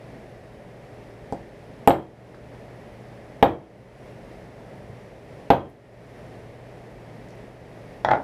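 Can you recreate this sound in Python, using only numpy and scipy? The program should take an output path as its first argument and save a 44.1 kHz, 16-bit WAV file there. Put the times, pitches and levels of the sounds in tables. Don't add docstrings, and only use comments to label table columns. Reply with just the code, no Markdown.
import sys
import numpy as np
from scipy import signal
from scipy.fft import rfft, irfft, next_fast_len
from scipy.io import wavfile
from scipy.ndimage import uniform_filter1d, minimum_filter1d, map_coordinates

SR = 44100
rng = np.random.default_rng(int(sys.argv[2]) if len(sys.argv) > 2 else 0)


def generate_wav(signal):
    frames = np.transpose(np.atleast_2d(signal))
    scaled = np.clip(frames, -1, 1) * 32767
    pcm = np.round(scaled).astype(np.int16)
    wavfile.write(sys.argv[1], SR, pcm)


N = 363075

# t/s, strength/dB, clack trim/dB, crunch trim/dB
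HAMMER_HITS = [(1.3240, -16, -16.5, 8.5), (1.8746, 5.5, -2, 1.5), (1.9048, -9, 8, -13),
               (3.4265, 6.5, 1.5, -10), (5.5030, 7, 0, -12)]

def hammer_blows():
    out = np.zeros(N)
    for start, db, clack_db, crunch_db in HAMMER_HITS:
        hardness_db = db + clack_db
        boom = table_boom(hardness_db)
        crunch = crystal_crunch(db, crunch_db)
        clack = slab_clack(clack_db)
        steel = hammer_ring(hardness_db)
        tail = reverb(amp(-8.5) * clack + amp(-11) * crunch, build=.0085)
        add(out, start, amp(db) * (with_reflections(boom, crunch) + clack + steel + tail))
    return out


# f/Hz, level/dB, t60/s
TABLE_MODES = [(60, -36, .45), (87, -30.5, .42), (111, -30.5, .45), (135, -32, .5), (176, -26.7, .31),
               (216, -16, .1), (271, -9.9, .1), (325, -24.5, .42), (364, -23, .36), (406, -29.6, .35),
               (456, -4, .05), (480, -26.5, .35), (525, -11.8, .17), (559, -18.4, .26), (648, -25.5, .32),
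               (691, -4.2, .07), (722, -28.2, .42), (786, -13.6, .19), (807, -4.8, .09), (851, -16.8, .14),
               (934, -20, .2), (1031, -33.5, .33), (1241, -14.5, .03)]

def table_boom(hardness_db):
    push_hz = 2260 * 2 ** (hardness_db / 19.5)
    body = ring(TABLE_MODES, attack=.0004, scatter_db=.5) + amp(8) * wood_wash(build=.0038)
    boom = np.zeros(SR)
    add(boom, .0005, lowpass(body, push_hz, order=2))
    return boom


# f/Hz, level/dB
WOOD_SPECTRUM = [(40, -10), (120, -3.5), (330, 1), (600, -1.5), (780, -3), (950, -3.5), (1300, -8),
                 (2200, -19.5), (4000, -54.5)]

def wood_wash(build):
    return reverb(click(WOOD_SPECTRUM), build)


# f/Hz, level/dB
CRUNCH_SPECTRUM = [(2500, -38), (5000, -14), (6600, -20), (7800, -5), (9200, -12), (12500, -2.5),
                   (14800, -2), (16000, -11.5)]

def crystal_crunch(strength_db, trim_db):
    cutoff_hz = 12000 * 2 ** (strength_db / 21)
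    snap = burst(CRUNCH_SPECTRUM, t60=.006)
    spray = amp(-9.5) * burst(CRUNCH_SPECTRUM, t60=.09)
    return amp(trim_db - 5) * lowpass(snap + spray, cutoff_hz, order=4)


# f/Hz, level/dB
CLACK_SPECTRUM = [(500, -62), (1100, 6), (1600, 10.5), (2400, 2.5), (3300, 3.5), (4400, -8.5), (5500, -18),
                  (7000, -24), (10000, -41), (16000, -48)]

def slab_clack(trim_db):
    return amp(trim_db + 4) * burst(CLACK_SPECTRUM, t60=.053)


# f/Hz, level/dB
STEEL_SPECTRUM = [(2400, -46), (3020, -6), (3150, 4), (3270, 4), (3350, -20), (4100, -16), (5000, -30)]
# f/Hz, level/dB, t60/s
STEEL_MODE = [(3285, -38.5, 0.45)]

def hammer_ring(hardness_db):
    head = burst(STEEL_SPECTRUM, t60=.38) + ring(STEEL_MODE, attack=.0004, scatter_db=3)
    return amp(-17 + .31 * hardness_db) * head


# t/s, strength/dB, clack trim/dB
BOUNCES = [(8.0479, -8.5, 5), (8.0865, -11, 4.5), (8.1075, -12.5, -4), (8.1128, -17, 12.5),
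           (8.1155, -5, -16), (8.1345, -8.5, -10), (8.1528, -16.5, -15)]
# f/Hz, level/dB, t60/s
TABLETOP_MODES = [(131, -21, 0.29), (359, -24, 0.23), (655, -2, 0.023), (759, 1, 0.028), (837, -2, 0.045),
                  (1414, -4.5, 0.021), (1673, -21, 0.057), (2050, -13, 0.03)]
# f/Hz, level/dB
BOUNCE_SPECTRUM = [(300, -13), (650, -14), (900, -7), (1200, 7), (2000, 10), (2600, -30), (3300, -6),
                   (4800, -19.5), (5800, -21), (7500, -36), (15000, -46)]

def hammer_clatter():
    out = np.zeros(N)
    for start, db, clack_db in BOUNCES:
        knock = ring(TABLETOP_MODES, attack=.0004, scatter_db=1)
        clack = amp(clack_db + 5.5) * burst(BOUNCE_SPECTRUM, t60=.021)
        wash = amp(3.5) * wood_wash(build=.0043)
        tail = reverb(amp(-10) * knock + amp(-6) * clack, build=.0012)
        add(out, start, amp(db) * (amp(-3.5) * knock + clack + wash + tail))
    return out


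# t/s, relative level/dB, centre f/Hz
CHIP_TICKS = [(2.345, -33, 1430), (2.348, -46, 4000), (5.691, -52, 11030), (5.699, -48, 11500),
              (7.287, -49, 6650), (7.306, -46, 5800), (7.353, -57, 12000)]

def chip_ticks():
    out = np.zeros(N)
    for start, db, hz in CHIP_TICKS:
        tick = burst([(hz / 2, -22), (hz, 0), (hz * 2, -24), (hz * 4, -50)], t60=.009)
        tail = amp(-3.5) * reverb(tick, build=.0056)
        add(out, start, amp(db + 9.5) * (tick + tail))
    return out


# t/s, level/dB
TABLE_BUMPS = [(4.769, -12), (4.893, -7.5)]

def table_bumps(hz=120):
    out = np.zeros(N)
    spectrum = [(hz / 2, -20), (hz, 0), (hz * 2, -20), (hz * 10, -70)]
    for start, db in TABLE_BUMPS:
        add(out, start, amp(db) * burst(spectrum, t60=.15))
    return out


# delay/s, boom gain, crunch gain
REFLECTIONS = [(.009, .02, .5), (.0214, .15, .26), (.0315, .15, .06)]

def with_reflections(boom, crunch):
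    out = boom + crunch
    for delay, boom_gain, crunch_gain in REFLECTIONS:
        add(out, delay, boom_gain * boom + crunch_gain * crunch)
    return out


# f/Hz, t60/s
ROOM_DECAY = [(100, 0.4), (500, 0.44), (1500, 0.26), (3500, 0.22), (7000, 0.26), (14000, 0.21)]

def reverb(x, build):
    hz, t, noise = signal.stft(rng.standard_normal(SR), SR, nperseg=256)
    decay = amp(-60 * t / along(ROOM_DECAY, hz)[:, None])
    tail = signal.istft(noise * decay, SR, nperseg=256)[1][:SR]
    tail *= 1 - np.exp(-np.arange(SR) / SR / build)
    return signal.fftconvolve(x, tail / np.linalg.norm(tail))[:SR]


# f/Hz, relative level/dB
AIR_SPECTRUM = [(20, -2), (50, 1.5), (95, -4), (135, 1.5), (200, 0), (300, -3.5), (600, -1), (800, -8),
                (1050, -15), (1400, -19), (1900, -14.5), (3000, -25.5), (4200, -30.5), (5400, -31.5),
                (6600, -37), (10000, -39.5), (10500, -36.5), (11300, -43), (14500, -46), (16000, -67)]
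# f/Hz, rms level/dB
HUM_TONES = [(118.6, -51.5), (414.5, -58), (581.4, -62.5)]

def ventilation():
    air = unit(filtered(rng.standard_normal(N), lambda hz: amp(along(AIR_SPECTRUM, hz))))
    t = np.arange(N) / SR
    hum = np.zeros(N)
    for hz, db in HUM_TONES:
        level = amp(db + 1.2 * wobble(.84))
        phase = 2 * np.pi * hz * t + 1.63 * wobble(6.7)
        hum += level * np.sqrt(2) * np.sin(phase)
    return amp(-44 + .73 * wobble(7.4)) * air + hum


def click(spectrum, size=2048):
    gain = amp(along(spectrum, np.fft.rfftfreq(size, 1 / SR)))
    cepstrum = irfft(np.log(gain))
    cepstrum[1:size // 2] *= 2
    cepstrum[size // 2 + 1:] = 0
    pulse = irfft(np.exp(rfft(cepstrum)))
    return pulse / np.linalg.norm(pulse)


def burst(spectrum, t60):
    t = np.arange(SR) / SR
    noise = rng.standard_normal(SR) * amp(-60 * t / t60)
    coloured = signal.fftconvolve(noise, click(spectrum))[:SR]
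    return coloured / np.linalg.norm(coloured)


def ring(modes, attack, scatter_db):
    t = np.arange(SR) / SR
    hz, db, t60 = np.transpose(modes)[:, :, None]
    envelopes = amp(db + scatter_db * rng.standard_normal(db.shape) - 60 * t / t60)
    return (envelopes * np.sin(2 * np.pi * hz * t)).sum(0) * (1 - np.exp(-t / attack))


def wobble(rate):
    knots = rng.standard_normal(int(N * rate / SR) + 4)
    return map_coordinates(knots, [np.arange(N) * rate / SR])


def lowpass(x, hz, order):
    return signal.sosfilt(signal.butter(order, min(hz, .45 * SR), fs=SR, output="sos"), x)


def filtered(x, gain):
    size = next_fast_len(len(x) + SR // 4)
    return irfft(rfft(x, size) * gain(np.fft.rfftfreq(size, 1 / SR)), size)[:len(x)]


def along(points, hz):
    freqs, values = np.transpose(points)
    return np.interp(np.log(hz + 1), np.log(freqs + 1), values)


def amp(db):
    return 10 ** (np.asarray(db) / 20)


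def unit(x):
    return x / np.sqrt(np.mean(x ** 2) + 1e-20)


def add(track, start, sound):
    part = track[round(start * SR):][:len(sound)]
    part += sound[:len(part)]


def scene():
    return (hammer_blows() + hammer_clatter() + chip_ticks() + ventilation() + table_bumps())[None]


def limiter(x, ceiling_db, hold_s, release_db_per_s):
    ahead = int(.008 * SR)
    window = int(hold_s * SR) // 2 * 2 + 1
    over_db = np.maximum(20 * np.log10(np.abs(x) + 1e-9) - ceiling_db, 0)
    coming_db = np.pad(over_db[ahead:], (0, ahead))
    held_db = -minimum_filter1d(-coming_db, window, origin=window // 2, mode="constant")
    release_db = release_db_per_s * np.arange(N) / SR
    cut_db = np.maximum.accumulate(held_db + release_db) - release_db
    return x * amp(-uniform_filter1d(cut_db, ahead))


def record(dry):
    limited = limiter(dry[0], ceiling_db=6, hold_s=.28, release_db_per_s=17.5)
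    rounded = limited / (1 + np.abs(limited / 1.1) ** 6) ** (1 / 6)
    tightened = signal.lfilter(*signal.butter(2, 44, "highpass", fs=SR), rounded)
    return filtered(tightened, lambda hz: 1 / np.sqrt(1 + (hz / 15400) ** 120))[None]


dry = scene()
out = record(dry)
generate_wav(out)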